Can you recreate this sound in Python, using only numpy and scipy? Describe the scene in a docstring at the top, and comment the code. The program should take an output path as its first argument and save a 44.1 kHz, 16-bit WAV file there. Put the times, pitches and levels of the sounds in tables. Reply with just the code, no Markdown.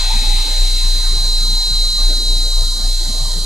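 """A large wet stone saw runs at constant speed in a workshop hall, its head creeping along the table.
The spindle motor whines in pure tones that swell and shift between the ears as the head travels.
Water hisses off the blade, the disc rings under it, and a coarser wash fades early on.
A hollow band of noise near 850 Hz swells unevenly, and the frame drones very low. Behind the saw
the hall rumbles, with one short hollow whoop at the start and soft thuds throughout."""
import sys
import numpy as np
from scipy import signal
from scipy.fft import rfft, irfft, next_fast_len
from scipy.io import wavfile
from scipy.ndimage import uniform_filter1d, map_coordinates

SR = 44100
rng = np.random.default_rng(int(sys.argv[2]) if len(sys.argv) > 2 else 0)


def store_pcm(level_fs):
    """Save levels as 16-bit WAV."""
    pcm = np.round(np.clip(level_fs, -1, 1) * 32767).astype(np.int16)
    wavfile.write(sys.argv[1], SR, np.atleast_2d(pcm).T)


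N = 152145
TIME = np.arange(N) / SR


def amp(db):
    """Decibels to gain."""
    return 10 ** (np.asarray(db) / 20)


def unit(x):
    """Normalise to rms 1."""
    return x / np.sqrt(np.mean(x ** 2) + 1e-20)


def along(points, hz):
    """Read a curve of (frequency [Hz], value) points on a log frequency axis."""
    freqs, values = np.transpose(points)
    return np.interp(np.log(hz + 1), np.log(freqs + 1), values)


def envelopes(rows):
    """One breakpoint envelope for each column after the time."""
    times, *columns = np.transpose(rows)
    return [np.interp(TIME, times, column) for column in columns]


def wobble(rate):
    """Smooth random modulation, rate knots a second."""
    return map_coordinates(rng.standard_normal(int(N * rate / SR) + 4), [TIME * rate])


def filtered(x, response):
    """Filter x with a complex frequency response."""
    size = next_fast_len(N + SR // 2)
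    return irfft(rfft(x, size) * response(np.fft.rfftfreq(size, 1 / SR)), size)[..., :N]


def sides(difference):
    """Split a left-minus-right difference between the channels."""
    return np.array([[.5], [-.5]]) * difference


# How much later the noise reaches the left ear: (frequency [Hz], delay [ms])
LEFT_DELAY = [(500, 0), (900, 0.034), (3800, 0.051), (5000, 0.021), (8000, 0.0048)]

def noise_bed(eq, correlation, patchy_db, size=512):
    """Patchy stereo noise of rms 1; correlation lists (frequency [Hz], left-right likeness [0-1])."""
    spectrum = signal.stft(rng.standard_normal((2, N)), nperseg=size)[2]
    patches = uniform_filter1d(rng.standard_normal(spectrum.shape[1:]), size=4, axis=0)
    patches = uniform_filter1d(patches, size=8, axis=1)
    pair = signal.istft(spectrum * amp(patchy_db * unit(patches)), nperseg=size)[1][:, :N]
    width = lambda hz: np.arccos(np.clip(along(correlation, hz), -1, 1)) / 2
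    mid, side = filtered(pair, lambda hz: amp(along(eq, hz)) * [np.cos(width(hz)), np.sin(width(hz))])
    delay = lambda hz: np.exp(-2j * np.pi * hz * sides(along(LEFT_DELAY, hz) / 1000))
    return unit(filtered(np.array([mid + side, mid - side]), delay))


SHAFT_HZ, LEFT_LAG_MS = 41.667, 0.036  # the saw stands a little to the right

def shaft_tone(order, wander_rad, start_cycles):
    """A stereo sine of rms 1 locked to the shaft, its phase stirred by the hall."""
    t = TIME - sides(LEFT_LAG_MS / 1000)
    drift = wander_rad * (wobble(12) + .5 * np.array([wobble(11), wobble(9.4)]))
    return np.sqrt(2) * np.sin(2 * np.pi * (order * SHAFT_HZ * t + start_cycles) + drift)


# Lead tones of the motor, low to high: (pitch [multiple of the shaft rate])
LEAD_ORDERS = [87, 93, 99, 105]
# Their swell and pan as the head travels: (time [s], level [dB], left minus right [dB])
LEAD_87 = [(0, -36, -1.8), (0.35, -39, -20), (0.8, -38.5, 1), (1.3, -46, 0), (2.9, -51, -2),
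           (3.45, -64, -3.1)]
LEAD_93 = [(0, -32.5, 16), (0.2, -30.5, 20), (0.7, -24.5, 4), (1.1, -24.5, -2), (1.8, -23, -4),
           (2.4, -22.5, -1), (2.7, -26, -1.56), (3, -30.5, -9), (3.45, -30.5, -3)]
LEAD_99 = [(0, -21, 0), (0.25, -24.5, -4.5), (0.9, -25, -9), (1.3, -20, -2), (1.75, -18.5, -1),
           (2.1, -20.5, -2), (2.45, -23, -2.5), (2.78, -26, -4), (3.05, -24.5, -0.1), (3.45, -28.5, -5)]
LEAD_105 = [(0, -38, -10), (0.6, -34.5, -6), (1.301, -39, -15), (1.9, -37, -16), (2.5, -36.5, -6),
            (3.45, -38, -18)]
# Faint comb of spindle tones: (pitch [multiple of the shaft rate]) and, to match, (level [dB])
COMB_ORDERS = [75, 83, 92, 95, 96, 97, 100, 109, 145, 166, 170, 172, 174, 176, 182, 184, 188, 198, 208]
COMB_LEVELS = [-48, -49, -48, -44, -48, -46, -47, -44, -53, -50, -48, -50, -45, -44, -52, -52, -52, -47,
               -49]

def motor_whine():
    """Four strong motor tones beat in step, six times a turn, amid a comb of faint ones."""
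    out = np.zeros((2, N))
    for order, rows in zip(LEAD_ORDERS, [LEAD_87, LEAD_93, LEAD_99, LEAD_105]):
        level_db, pan_db = envelopes(rows)
        gain = amp(level_db + sides(pan_db) + 0.55 * wobble(16))
        out += gain * shaft_tone(order, wander_rad=0.025, start_cycles=0.14 * rng.standard_normal())
    for order, level_db in zip(COMB_ORDERS, COMB_LEVELS):
        gain = amp(level_db + sides(-1) + 2 * wobble(4.06))
        out += gain * shaft_tone(order, wander_rad=0.5, start_cycles=rng.random())
    return out


# Bright spray, ringing disc and coarse wash: (frequency [Hz], relative level [dB])
SPRAY_EQ = [(1500, -59), (2900, -25), (3100, -5), (3750, -6), (3900, -1), (4600, 3), (5200, -2), (6300, -1),
            (7300, -2.5), (7850, -4), (7980, -5.5), (10000, -7), (12200, -11), (14000, -22)]
DISC_EQ = [(3000, -26), (3750, -18), (3900, 8.5), (4200, 8.5), (4400, -8), (4750, 4), (5300, -46.5)]
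WASH_EQ = [(600, -13.5), (1200, -12), (1800, -4.5), (1980, 0.5), (2250, 2), (2400, -3.5), (2550, 4),
           (2850, -3.5), (3150, 0), (3600, 3.5), (4500, -2), (7000, -42)]
# Stereo image of the spray: (frequency [Hz], left-right likeness [0-1])
SPRAY_IMAGE = [(3000, 0.95), (5000, 0.87), (7000, 1), (9000, 1), (12000, 0.77)]
# Fade of the wash, before its trim: (time [s], level [dB])
WASH_FADE = [(0, -34.5), (0.3, -37.5), (0.5, -36.5), (0.8, -41.5), (1.3, -46.5), (2.3, -49), (2.75, -54.5),
             (3, -49.5), (3.45, -53)]
SPRAY_DB, SPRAY_FADE_DB_PER_S, DISC_DB, WASH_TRIM_DB = -27.1, 0.2, -33.5, 6

def wet_blade():
    """Fine spray hisses off the blade, the disc rings under it, and a coarser wash dies away."""
    spray_gain = amp(SPRAY_DB - SPRAY_FADE_DB_PER_S * TIME + sides(-0.4))
    spray = spray_gain * noise_bed(SPRAY_EQ, SPRAY_IMAGE, patchy_db=1.0)
    disc = amp(DISC_DB + sides(-1.2)) * noise_bed(DISC_EQ, [(4000, 0.21)], patchy_db=1.0)
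    wash_db, = envelopes(WASH_FADE)
    wash = noise_bed(WASH_EQ, [(1400, 0.89), (2500, 0.86)], patchy_db=2.5, size=1024)
    return spray + disc + amp(wash_db + WASH_TRIM_DB) * wash


# Swells of the hollow band, before its trim: (time [s], level [dB])
HOLLOW_SWELLS = [(0, -36.5), (.2, -44), (.5, -44), (.67, -49), (.85, -46.5), (1.5, -43.5), (2.1, -54),
                 (2.35, -45.5), (2.75, -49), (3, -54), (3.23, -36), (3.45, -46)]
# Its midrange colour: (frequency [Hz], relative level [dB])
HOLLOW_EQ = [(620, -34), (720, -5.5), (770, 0), (930, 3), (985, 1), (1150, -1.5), (1300, -37)]
HOLLOW_TRIM_DB = -1.5

def hollow_band():
    """A hollow band of noise near 850 Hz swells unevenly."""
    level_db, = envelopes(HOLLOW_SWELLS)
    return amp(level_db + HOLLOW_TRIM_DB) * noise_bed(HOLLOW_EQ, [(850, 0.78)], patchy_db=4.0)


# Sub-bass throb of the frame: (time [s], level [dB])
FRAME_THROB = [(0, -16.5), (.06, -14.5), (.2, -11.5), (.24, -18), (.28, -10.5), (.41, -12.5), (.46, -19.5),
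               (.51, -14), (.56, -17), (.62, -8.5), (.7, -15.5), (.73, -11.5), (.81, -16), (.85, -10),
               (1.03, -15.5), (1.08, -12.5), (1.58, -13.5), (1.63, -21), (1.81, -12), (1.93, -19),
               (2.07, -9.5), (2.22, -18.5), (2.31, -10.5), (2.48, -14), (2.58, -10.5), (2.8, -20),
               (2.85, -12.5), (3.12, -17.5), (3.2, -14), (3.45, -16)]
DRONE_HZ, DRONE_WANDER_HZ, DRONE_FLUTTER_DB = 29.4, 0.83, 1

def frame_drone():
    """The heavy frame drones on one wavering, very low note."""
    level_db, = envelopes(FRAME_THROB)
    phase = 2 * np.pi * np.cumsum(DRONE_HZ + DRONE_WANDER_HZ * wobble(11)) / SR
    gain = amp(level_db + DRONE_FLUTTER_DB * wobble(17) + sides(0.6 + 0.8 * wobble(4.7)))
    return gain * np.sqrt(2) * np.sin(phase + sides(0.04 * wobble(11)))


# Low end and dull room tone of the hall: (frequency [Hz], relative level [dB])
RUMBLE_EQ = [(25, -22), (45, 12), (65, 5), (90, -4.5), (120, 2), (160, -9), (220, -11.5), (300, -23),
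             (600, -42)]
ROOM_EQ = [(100, -26), (230, 3), (290, -1.5), (380, -1.5), (550, -.5), (720, -2), (1100, -4.5), (1450, -5),
           (2000, -13.5), (4000, -59)]
RUMBLE_DB, ROOM_DB, ROOM_SWELL_DB = -37.5, -41, 1.5

def hall():
    """The workshop rumbles under a dull, uneven room tone."""
    rumble = amp(RUMBLE_DB + 2.4 * wobble(20)) * noise_bed(RUMBLE_EQ, [(100, 1.0)], patchy_db=3.5)
    room = noise_bed(ROOM_EQ, [(200, 1.0), (500, 0.79)], patchy_db=5.0, size=768)
    return rumble + amp(ROOM_DB + ROOM_SWELL_DB * wobble(16) + sides(-0.27)) * room


# Glide of the hollow note: (time [s], centre pitch [Hz], level [dB])
WHOOP_GLIDE = [(.05, 740, -46), (.09, 800, -31), (.13, 888, -27), (.21, 850, -41), (.32, 835, -35),
               (.55, 850.3, -41)]
WHOOP_WIDTH_HZ, WHOOP_RELEASE_DB_PER_S = 160, 150

def whoop():
    """One hollow note of narrow noise rises, sinks, lingers faintly and dies."""
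    hz, level_db = envelopes(WHOOP_GLIDE)
    release_db = WHOOP_RELEASE_DB_PER_S * np.maximum(TIME - WHOOP_GLIDE[-1][0], 0)
    grain = wobble(WHOOP_WIDTH_HZ) + 1j * wobble(WHOOP_WIDTH_HZ)
    phase = 2 * np.pi * np.cumsum(hz) / SR - sides(0.7)
    return amp(level_db - release_db) * unit(np.real(grain * np.exp(1j * phase)))


# Soft hits in the rumble: (time [s], level [dB], half-width [s], centre pitch [Hz])
THUD_CUES = [(.165, -34, 0.011, 210), (.26, -39, 0.024, 260), (.34, -35.5, 0.017, 120),
             (.49, -38.5, 0.031, 510), (.85, -34, 0.012, 135), (.99, -33.5, 0.0091, 110),
             (1.17, -29.5, 0.023, 100), (1.43, -39.5, 0.019, 190), (1.51, -35, 0.02, 165),
             (1.73, -34.5, 0.023, 115), (1.995, -36.5, 0.021, 80), (2.19, -40, .02, 250),
             (2.32, -42.5, 0.086, 430), (2.64, -29, 0.019, 85), (2.83, -40, 0.034, 170),
             (3.02, -39.5, 0.0087, 370), (3.094, -32, 0.0096, 220), (3.235, -31, 0.021, 115),
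             (3.38, -32.5, .02, 140)]
THUD_SCATTER = 0.29  # how far the pitch strays, as a share of its centre

def thuds():
    """Soft dull thuds, each a short swell of unsteady cycles around its own pitch."""
    out = np.zeros(N)
    for peak_s, level_db, half_width, hz in THUD_CUES:
        phase = 2 * np.pi * np.cumsum(hz * (1 + THUD_SCATTER * wobble(90))) / SR
        swell = np.exp(-((TIME - peak_s) / (2 * half_width)) ** 2)
        out += amp(level_db) * swell * np.sqrt(2) * np.sin(phase)
    return out


def scene():
    """The mix of saw and hall."""
    return motor_whine() + wet_blade() + hollow_band() + frame_drone() + hall() + whoop() + thuds()


# High cut on the whole mix: (frequency [Hz], gain [dB])
HIGH_CUT = [(12150, 0), (12280, -10), (14000, -18), (15000, -28)]
TOP_HZ = 15000

def record(dry):
    """The top of the hiss rolls off, with nothing left above the band limit."""
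    return filtered(dry, lambda hz: amp(along(HIGH_CUT, hz)) * (hz < TOP_HZ))


dry = scene()
out = record(dry)
store_pcm(out)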